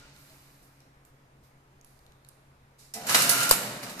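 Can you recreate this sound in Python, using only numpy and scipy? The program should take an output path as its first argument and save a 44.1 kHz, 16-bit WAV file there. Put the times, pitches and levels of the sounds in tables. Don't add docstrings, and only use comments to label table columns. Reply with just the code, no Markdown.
import sys
import numpy as np
from scipy import signal
from scipy.fft import rfft, irfft
from scipy.io import wavfile
from scipy.ndimage import uniform_filter1d

SR = 44100
rng = np.random.default_rng(int(sys.argv[2]) if len(sys.argv) > 2 else 0)


def transcribe(u):
    v = np.clip(np.atleast_2d(u).T, -1, 1)
    q = np.round(v * 32767).astype(np.int16)
    wavfile.write(sys.argv[1], SR, q)


def to_linear_factor(level_db):
    exponent = np.asarray(level_db, float) / 20
    return 10 ** exponent


N = 176400

# pitch_hz, width_hz, level_db
SLAP_RINGS = [(490, 150, -10), (1000, 200, -11), (4620, 220, -3.5), (7500, 500, -5), (11400, 600, -8),
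              (13300, 900, -5)]
# freq_hz, left_minus_right_db
SLAP_PAN = [(60, 5.5), (200, 6), (700, 6), (4000, 3), (8000, 8), (14000, 2)]
# freq_hz, gain_db
SLAP_AWAY = [(600, 0), (3500, -1), (4600, -8), (6000, 0), (12000, 2)]
# time_s, level_db
STRAP_SPEED = [(3.055, -64), (3.09, -30), (3.15, -26.5), (3.21, -25), (3.285, -31), (3.31, -29.5),
               (3.43, -28), (3.47, -32.5), (3.54, -30.5)]
# freq_hz, density_db_per_hz
STRAP_TONE = [(59, -25), (100, -6.5), (358, -16.5), (699, -24.5), (880, -13), (1420, -4), (2560, -9.5),
              (10200, -12), (14800, -19)]
# pitch_hz, width_hz, level_db
CHUTE = (2857, 380, -13.5)
# time_s, level_db
DRIVE_LOAD = [(2.95, -46.5), (3.05, -39), (3.15, -35.5), (3.5, -39), (3.62, -35.5), (3.8, -43.5),
              (3.9, -39), (3.96, -45.5), (4.0, -37)]
# freq_hz, density_db_per_hz
DRIVE_TONE = [(24, -46), (40, -39), (122, 5.5), (362, -6), (706, 1), (839, -6), (1410, -6), (13700, -22),
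              (14800, -22)]
# pitch_hz, level_db, t60_s
CLUTCH_MODES = [(221.6, -5, 0.29), (444, -6.5, 0.29), (665, -6.5, 0.48), (709, -1.5, 0.48),
                (793, -4.5, 0.37), (2000, -3, 0.22)]
# start_s, level_db, ring_hz, t60_s, thud_db
BLOWS = [(2.938, -23.5, 5600, 0.21, -12), (3.0674, -22, 7000, 0.13, -1), (3.0723, -21, 7100, .1, -4),
         (3.0942, -15.5, 6000, 0.14, 6), (3.1456, -8.5, 4000, 0.11, 9.5), (3.1505, -9.5, 7900, .14, 4),
         (3.1875, -14.5, 7500, 0.083, 1), (3.2196, -9, 10200, 0.11, -12), (3.293, -4.5, 9800, 0.16, -9),
         (3.4312, -13.5, 7250, 0.035, 3), (3.4919, -9, 9900, 0.064, -16), (3.4992, -20, 10500, 0.033, -19),
         (3.5154, -7, 9050, 0.11, -1.5), (3.5242, -14.5, 11100, 0.15, -2), (3.8298, -27, 4600, 0.15, 3),
         (3.896, -28, 3700, 0.16, -8), (3.994, -24.5, 6700, 0.08, 0.5)]
# start_s, pitch_hz, level_db, t60_s
PINGS = [(2.938, 5190, -40, 0.16), (2.938, 7230, -34.5, 0.095), (2.938, 8200, -37.5, .1),
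         (3.151, 7900, -23, .04), (3.155, 4150, -24, .06), (3.22, 7400, -25, .04), (3.101, 1300, -26, .1),
         (3.2935, 10000, -22.5, 0.24), (3.2935, 4550, -19.5, 0.079), (3.2935, 13460, -20.5, .06),
         (3.2935, 12130, -27, 0.21), (3.4315, 7000, -22.5, 0.046), (3.4915, 9940, -24, 0.056),
         (3.516, 499, -32, .12)]
# freq_hz, gain_db
CABINET = [(30, -25), (90, -16), (125, -4), (200, 0.5)]
# time_s, mesh_db, shaft_db
GEAR_LOAD = [(3.15, -50, -46), (3.22, -40, -41), (3.3, -36, -36), (3.335, -27.5, -37), (3.36, -31, -40),
             (3.4, -29, -44), (3.495, -30.5, -44), (3.53, -37, -47), (3.65, -46, -54)]
# pitch_hz, width_hz, level_db
MESH_LINES = [(1392.5, 3, 0), (1468, 8, -13), (2780, 60, -18)]
# pitch_hz, width_hz, level_db
SHAFT_LINES = [(139, 10, -9), (276, 10, -7), (416, 10, -9), (541, 10, -7), (689, 12, 0), (712, 14, -6)]
# time_s, level_db
SLIDE = [
    (0.0, -54.5),
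    (0.244, -63.5),
    (0.308, -61),
    (0.782, -74),
    (0.81, -67),
    (1.0, -90),
]
# freq_hz, density_db_per_hz
SLIDE_TONE = [(180, -11), (300, -16), (1400, -12), (2500, -13), (5000, -17), (8000, -24), (14800, -36)]
# start_s, length_s, level_db, upper_band_hz
BRUSHES = [
    (0.122, 0.8, -58.5, 10600),
    (0.621, 0.086, -61.5, 9900),
    (1.05, 0.07, -64, 11000),
    (1.429, 0.11, -66.5, 10100),
    (1.841, 0.31, -67, 9050),
    (2.264, 0.22, -71, 9000),
    (2.781, 0.17, -55.5, 6900),
]
# start_s, level_db, ring_hz, t60_s
TICKS = [(0.164, -46, 3900, 0.0083), (.2984, -50, 4000, 0.0087), (0.8048, -52, 5600, 0.01),
         (1.0514, -48, 8000, 0.009), (1.4304, -64, 4640, .008), (1.813, -52, 6360, 0.0092),
         (1.847, -47, 10500, 0.012), (1.992, -53, 4300, .008), (2.0656, -50.5, 3700, 0.0083),
         (2.1218, -52, 3460, 0.0088), (2.249, -47, 3900, 0.009), (2.267, -55, 4280, 0.0076),
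         (2.2885, -47.5, 9900, 0.018), (2.2935, -54, 4200, .01)]
# pitch_hz, start_db, fade_db_per_s
COAST = [(143.2, -63, 9), (125.6, -76, .1), (283, -66, 7), (274, -76, 5), (630, -77, 12), (1402, -70, 18)]
# start_s, length_s, pitch_hz, level_db
GEAR_NOTES = [
    (0.0, 0.065, 1420, -55.5),
    (0.118, .08, 1430, -66),
    (.28, .09, 642, -64),
    (0.345, 0.039, 1400, -70),
]
# freq_hz, density_db_per_hz
HALL_TONE = [(25, -3.5), (60, -9), (100, -11), (450, -16), (1000, -17.5), (2300, -24.5), (3000, -30),
             (14800, -41)]
# freq_hz, likeness_0_to_1
HALL_SAME = [(60, .98), (250, 1), (600, 0.77), (1500, 0.099), (5000, 0.054), (14000, 0.23)]
# freq_hz, t60_s
ROOM_T60 = [(100, 2.6), (500, 1.54), (1500, 1.2), (4000, 1), (12000, 0.55)]
# freq_hz, likeness_0_to_1
NEAR_SAME = [(60, 0.99), (300, 0.96), (700, 0.85), (1500, 0.37), (5000, 0.073), (14000, 0.27)]
# freq_hz, gain_db
MIC_CASE = [(3000, -1), (3350, -5.5), (3750, 1)]
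# freq_hz, left_minus_right_db
PORT_BALANCE = [(60, 0.5), (600, -0.5), (1260, 3), (2300, -1.5), (4250, -0.5), (7800, -5), (14400, -8.5)]

SLAP_S, SLAP_RISE_S, SLAP_HOLD_S, SLAP_DB = 3.5086, 0.0032, 0.0009, -4
PUSH_S, PUSH_DB = 0.003, -23.5
CLUTCH_S, CLUTCH_DB = 2.94, -38
HUM_HZ, HUM_DB, HUM_WAVER_DB = 134.4, -62, 1.8
HALL_DB, HALL_LEAD_S = -61, 0.000327
ROOM_DB, EARLY_DB = -7, -17.5
WHINE_WET_DB, SLAP_WET_DB = -16, -9.5
NEAR_LEAD_SAMPLES, SLAP_LEAD_SAMPLES = 7, 2


def evened(x):
    return x / np.sqrt(np.mean(x ** 2) + 1e-20)


def read(points, hz):
    f, value = np.transpose(points)
    return np.interp(np.log(hz + 1), np.log(f + 1), value)


def level(curve, off_db=-120):
    s, db = np.transpose(curve)
    return to_linear_factor(np.interp(np.arange(N) / SR, s, db, off_db, off_db))


def add(mix, start_s, sound):
    part = mix[round(start_s * SR):][:len(sound)]
    part += sound[:len(part)]


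def colour(x, tone):
    return irfft(rfft(x) * to_linear_factor(read(tone, np.fft.rfftfreq(N, 1 / SR))), N)


def resonate(x, hz, width_hz):
    q = max(hz / width_hz, 0.3)
    return signal.lfilter(*signal.iirpeak(np.clip(hz, 20, 20000), q, SR), x)


def drift(span_s):
    size = int(span_s * SR)
    return evened(uniform_filter1d(uniform_filter1d(rng.standard_normal(N), size), size))


def rattle(per_s, spread_db, smooth):
    knocks = to_linear_factor(spread_db * np.minimum(rng.exponential(1, N), 5)) * (rng.random(N) < per_s / SR)
    decaying = evened(signal.lfilter([1], [1, -0.97], knocks))
    return rng.standard_normal(N) * (smooth + decaying)


def knock(hz, t60_s, thud_db, ring_db, rise_s):
    t = np.arange(0, 0.25, 1 / SR)
    a, b = rng.standard_normal((2, len(t)))
    body = evened(resonate(a, 3000 + 0.58 * hz, 10700))
    body += to_linear_factor(ring_db) * evened(resonate(a, hz, 0.054 * hz + 150))
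    body += to_linear_factor(thud_db) * evened(resonate(b, 1440, 2160))
    return np.minimum(t / rise_s, 1) * to_linear_factor(-60 * t / max(t60_s, 0.004)) * body


def slap():
    out, t = np.zeros(N), np.arange(2000) / SR
    rise = np.minimum(t / SLAP_RISE_S, 1) ** 2
    fall = to_linear_factor(-9000 * np.maximum(t - SLAP_RISE_S - SLAP_HOLD_S, 0))
    noise = rng.standard_normal(len(t))
    crack = 0.47 * noise
    for hz, width_hz, db in SLAP_RINGS:
        sine = np.sin(2 * np.pi * (hz * t + rng.random()))
        crack += to_linear_factor(db) * evened(evened(resonate(noise, hz, width_hz)) + 1.9 * sine)
    crack = crack / np.sqrt(uniform_filter1d(crack ** 2, size=60) + 0.22)
    push = np.sin(np.pi * np.clip(t / PUSH_S - 0.5, 0, 1.5)) * np.exp(-t / 0.011)
    add(out, SLAP_S, to_linear_factor(SLAP_DB) * rise * fall * crack + to_linear_factor(PUSH_DB) * push)
    return out


def strap():
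    rip = evened(colour(rattle(1200, 2.8, 2.0), STRAP_TONE))
    hz, width_hz, db = CHUTE
    return level(STRAP_SPEED) * (rip + to_linear_factor(db) * evened(resonate(rip, hz, width_hz)))


def cam_drive():
    return level(DRIVE_LOAD) * to_linear_factor(-1.5) * evened(colour(rattle(400, 2.3, 2.6), DRIVE_TONE))


def steel_pings():
    out, t = np.zeros(N), np.arange(SR // 2) / SR
    for s, hz, db, t60_s in PINGS:
        pair = sum(np.sin(2 * np.pi * (hz * k * t + rng.random())) for k in (0.985, 1.017))
        add(out, s, to_linear_factor(db - 5.5 - 60 * t / t60_s) * np.minimum(t / 0.0015, 1) * pair)
    return out


def clutch():
    out, t = np.zeros(N), np.arange(SR // 2) / SR
    modes = sum(to_linear_factor(db - 60 * t / t60_s) * np.sin(2 * np.pi * hz * t) for hz, db, t60_s in CLUTCH_MODES)
    add(out, CLUTCH_S, to_linear_factor(CLUTCH_DB) * np.minimum(t / 0.035, 1) * modes)
    return out


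def blows():
    out = np.zeros(N)
    for s, db, hz, t60_s, thud_db in BLOWS:
        add(out, s - 0.001, to_linear_factor(db - 14) * knock(hz, t60_s, thud_db, -9.5, 0.0016))
    return out


def machine():
    return strap() + cam_drive() + steel_pings() + clutch() + blows()


def whine():
    load, out = np.array(GEAR_LOAD), np.zeros(N)
    for column, lines in ((1, MESH_LINES), (2, SHAFT_LINES)):
        for hz, width_hz, db in lines:
            gain = level(load[:, [0, column]]) * to_linear_factor(db + 1.5 * drift(0.015))
            cycles = np.cumsum(hz + 0.4 * width_hz * drift(0.02)) / SR
            out += gain * np.sin(2 * np.pi * cycles)
    return out


def box_slide():
    return level(SLIDE) * evened(colour(rattle(220, 2.9, 4.2), SLIDE_TONE))


def brushes():
    out = np.zeros(N)
    for s, length_s, db, hz in BRUSHES:
        u = np.linspace(0, 1, int(length_s * SR))
        a = rng.standard_normal(SR)[:len(u)]
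        mid_db = 2.5 - 8 * (s < 1.2)
        bands = to_linear_factor(mid_db) * resonate(a, 4450, 2600) + to_linear_factor(-1.5) * resonate(a, 2370, 800)
        bands += resonate(resonate(a, hz, 1.3 * hz), hz, 1.5 * hz)
        add(out, s, to_linear_factor(db) * np.minimum(u / 0.081, 1) * (1 - u) * bands)
    return out


def card_ticks():
    out = np.zeros(N)
    for s, db, hz, t60_s in TICKS:
        add(out, s - 0.001, to_linear_factor(db - 3.5) * knock(hz, t60_s, -21, 1.5, 0.0004))
    return out


def hands():
    return box_slide() + brushes() + card_ticks()


def hum():
    t = np.arange(N) / SR
    waver = to_linear_factor(HUM_DB + HUM_WAVER_DB * drift(0.033))
    out = waver * np.sin(2 * np.pi * HUM_HZ * t + 0.23 * drift(0.11))
    for hz, db, fade_db in COAST:
        gain = to_linear_factor(db - fade_db * t + 1.6 * drift(0.1))
        out += gain * np.sin(2 * np.pi * hz * t + 0.3 * drift(0.1))
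    for s, length_s, hz, db in GEAR_NOTES:
        size = int(length_s * SR)
        add(out, s, to_linear_factor(db) * np.hanning(size) * np.sin(2 * np.pi * hz * t[:size]))
    return out


def hall():
    frames, hz = N // 256 + 5, np.fft.rfftfreq(1024, 1 / SR)
    a, b, c, d, patches = rng.standard_normal((frames, 513, 5)).T
    patches = evened(uniform_filter1d(uniform_filter1d(patches, 12, 0), 14, 1))
    same = np.clip(read(HALL_SAME, hz), 0, 1)[:, None]
    left = a + 1j * b
    delay = np.exp(-2j * np.pi * hz * HALL_LEAD_S)[:, None]
    right = same * left * delay + np.sqrt(1 - same ** 2) * (c + 1j * d)
    z = np.array([left, right]) * to_linear_factor(read(HALL_TONE, hz)[:, None] + 1.0 * patches)
    return to_linear_factor(HALL_DB) * evened(signal.istft(z, nperseg=1024, noverlap=768)[1][:, :N])


def room(x):
    taps = np.zeros((2, 2 * SR))
    at = np.arange(500, 2 * SR - 20, 20) + rng.integers(0, 20, (2, (2 * SR - 501) // 20))
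    np.put_along_axis(taps, at, rng.choice([-1., 1.], at.shape), 1)
    hz, t, z = signal.stft(taps, SR, nperseg=256)
    tail = signal.istft(z * to_linear_factor(-60 * t / read(ROOM_T60, hz)[:, None]), SR, nperseg=256)[1]
    tail = to_linear_factor(ROOM_DB) * tail / np.linalg.norm(tail[0])
    early = rng.integers(60, 1300, (2, 10))
    bounces = to_linear_factor(EARLY_DB - early / 110) * rng.choice([-1., 1.], early.shape)
    np.put_along_axis(tail, early, bounces, 1)
    return signal.fftconvolve(x[None], tail, axes=1)[:, :N]


def alike(pair, same):
    c = np.clip(read(same, np.fft.rfftfreq(N, 1 / SR)), 0, 1)
    second = c * rfft(pair[0]) + np.sqrt(1 - c ** 2) * rfft(pair[1])
    return np.array([pair[0], irfft(second, N)])


def panned(pair, balance):
    half = np.array(balance) * [1, 0.5]
    return np.array([colour(pair[0], half), colour(pair[1], half * [1, -1])])


def scene():
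    near = np.array([colour(machine(), CABINET) + hands() for port in "LR"])
    crack = np.array([slap() for port in "LR"])
    gears = whine()
    left, right = alike(near, NEAR_SAME) + gears
    thrown = colour(colour(crack[0], CABINET), SLAP_AWAY)
    wet = room(near[0] + to_linear_factor(WHINE_WET_DB) * gears + to_linear_factor(SLAP_WET_DB) * thrown)
    crack_right = 0.85 * np.roll(crack[0], SLAP_LEAD_SAMPLES) + 0.45 * crack[1]
    box = panned([crack[0], crack_right], SLAP_PAN)
    close = np.array([left, np.roll(right, NEAR_LEAD_SAMPLES)]) + box + alike(wet, HALL_SAME)
    return panned([colour(port, MIC_CASE) for port in close] + hall() + hum(), PORT_BALANCE)


def top_cut(x):
    return signal.sosfilt(signal.butter(12, 14950, fs=SR, output="sos"), x)


def record(dry):
    low_pass = signal.firwin(1023, 14240, window=("kaiser", 7), fs=SR)
    mix = np.clip(signal.oaconvolve(dry, low_pass[None], "same"), -1, 1)
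    return top_cut(mix)


dry = scene()
out = record(dry)
transcribe(out)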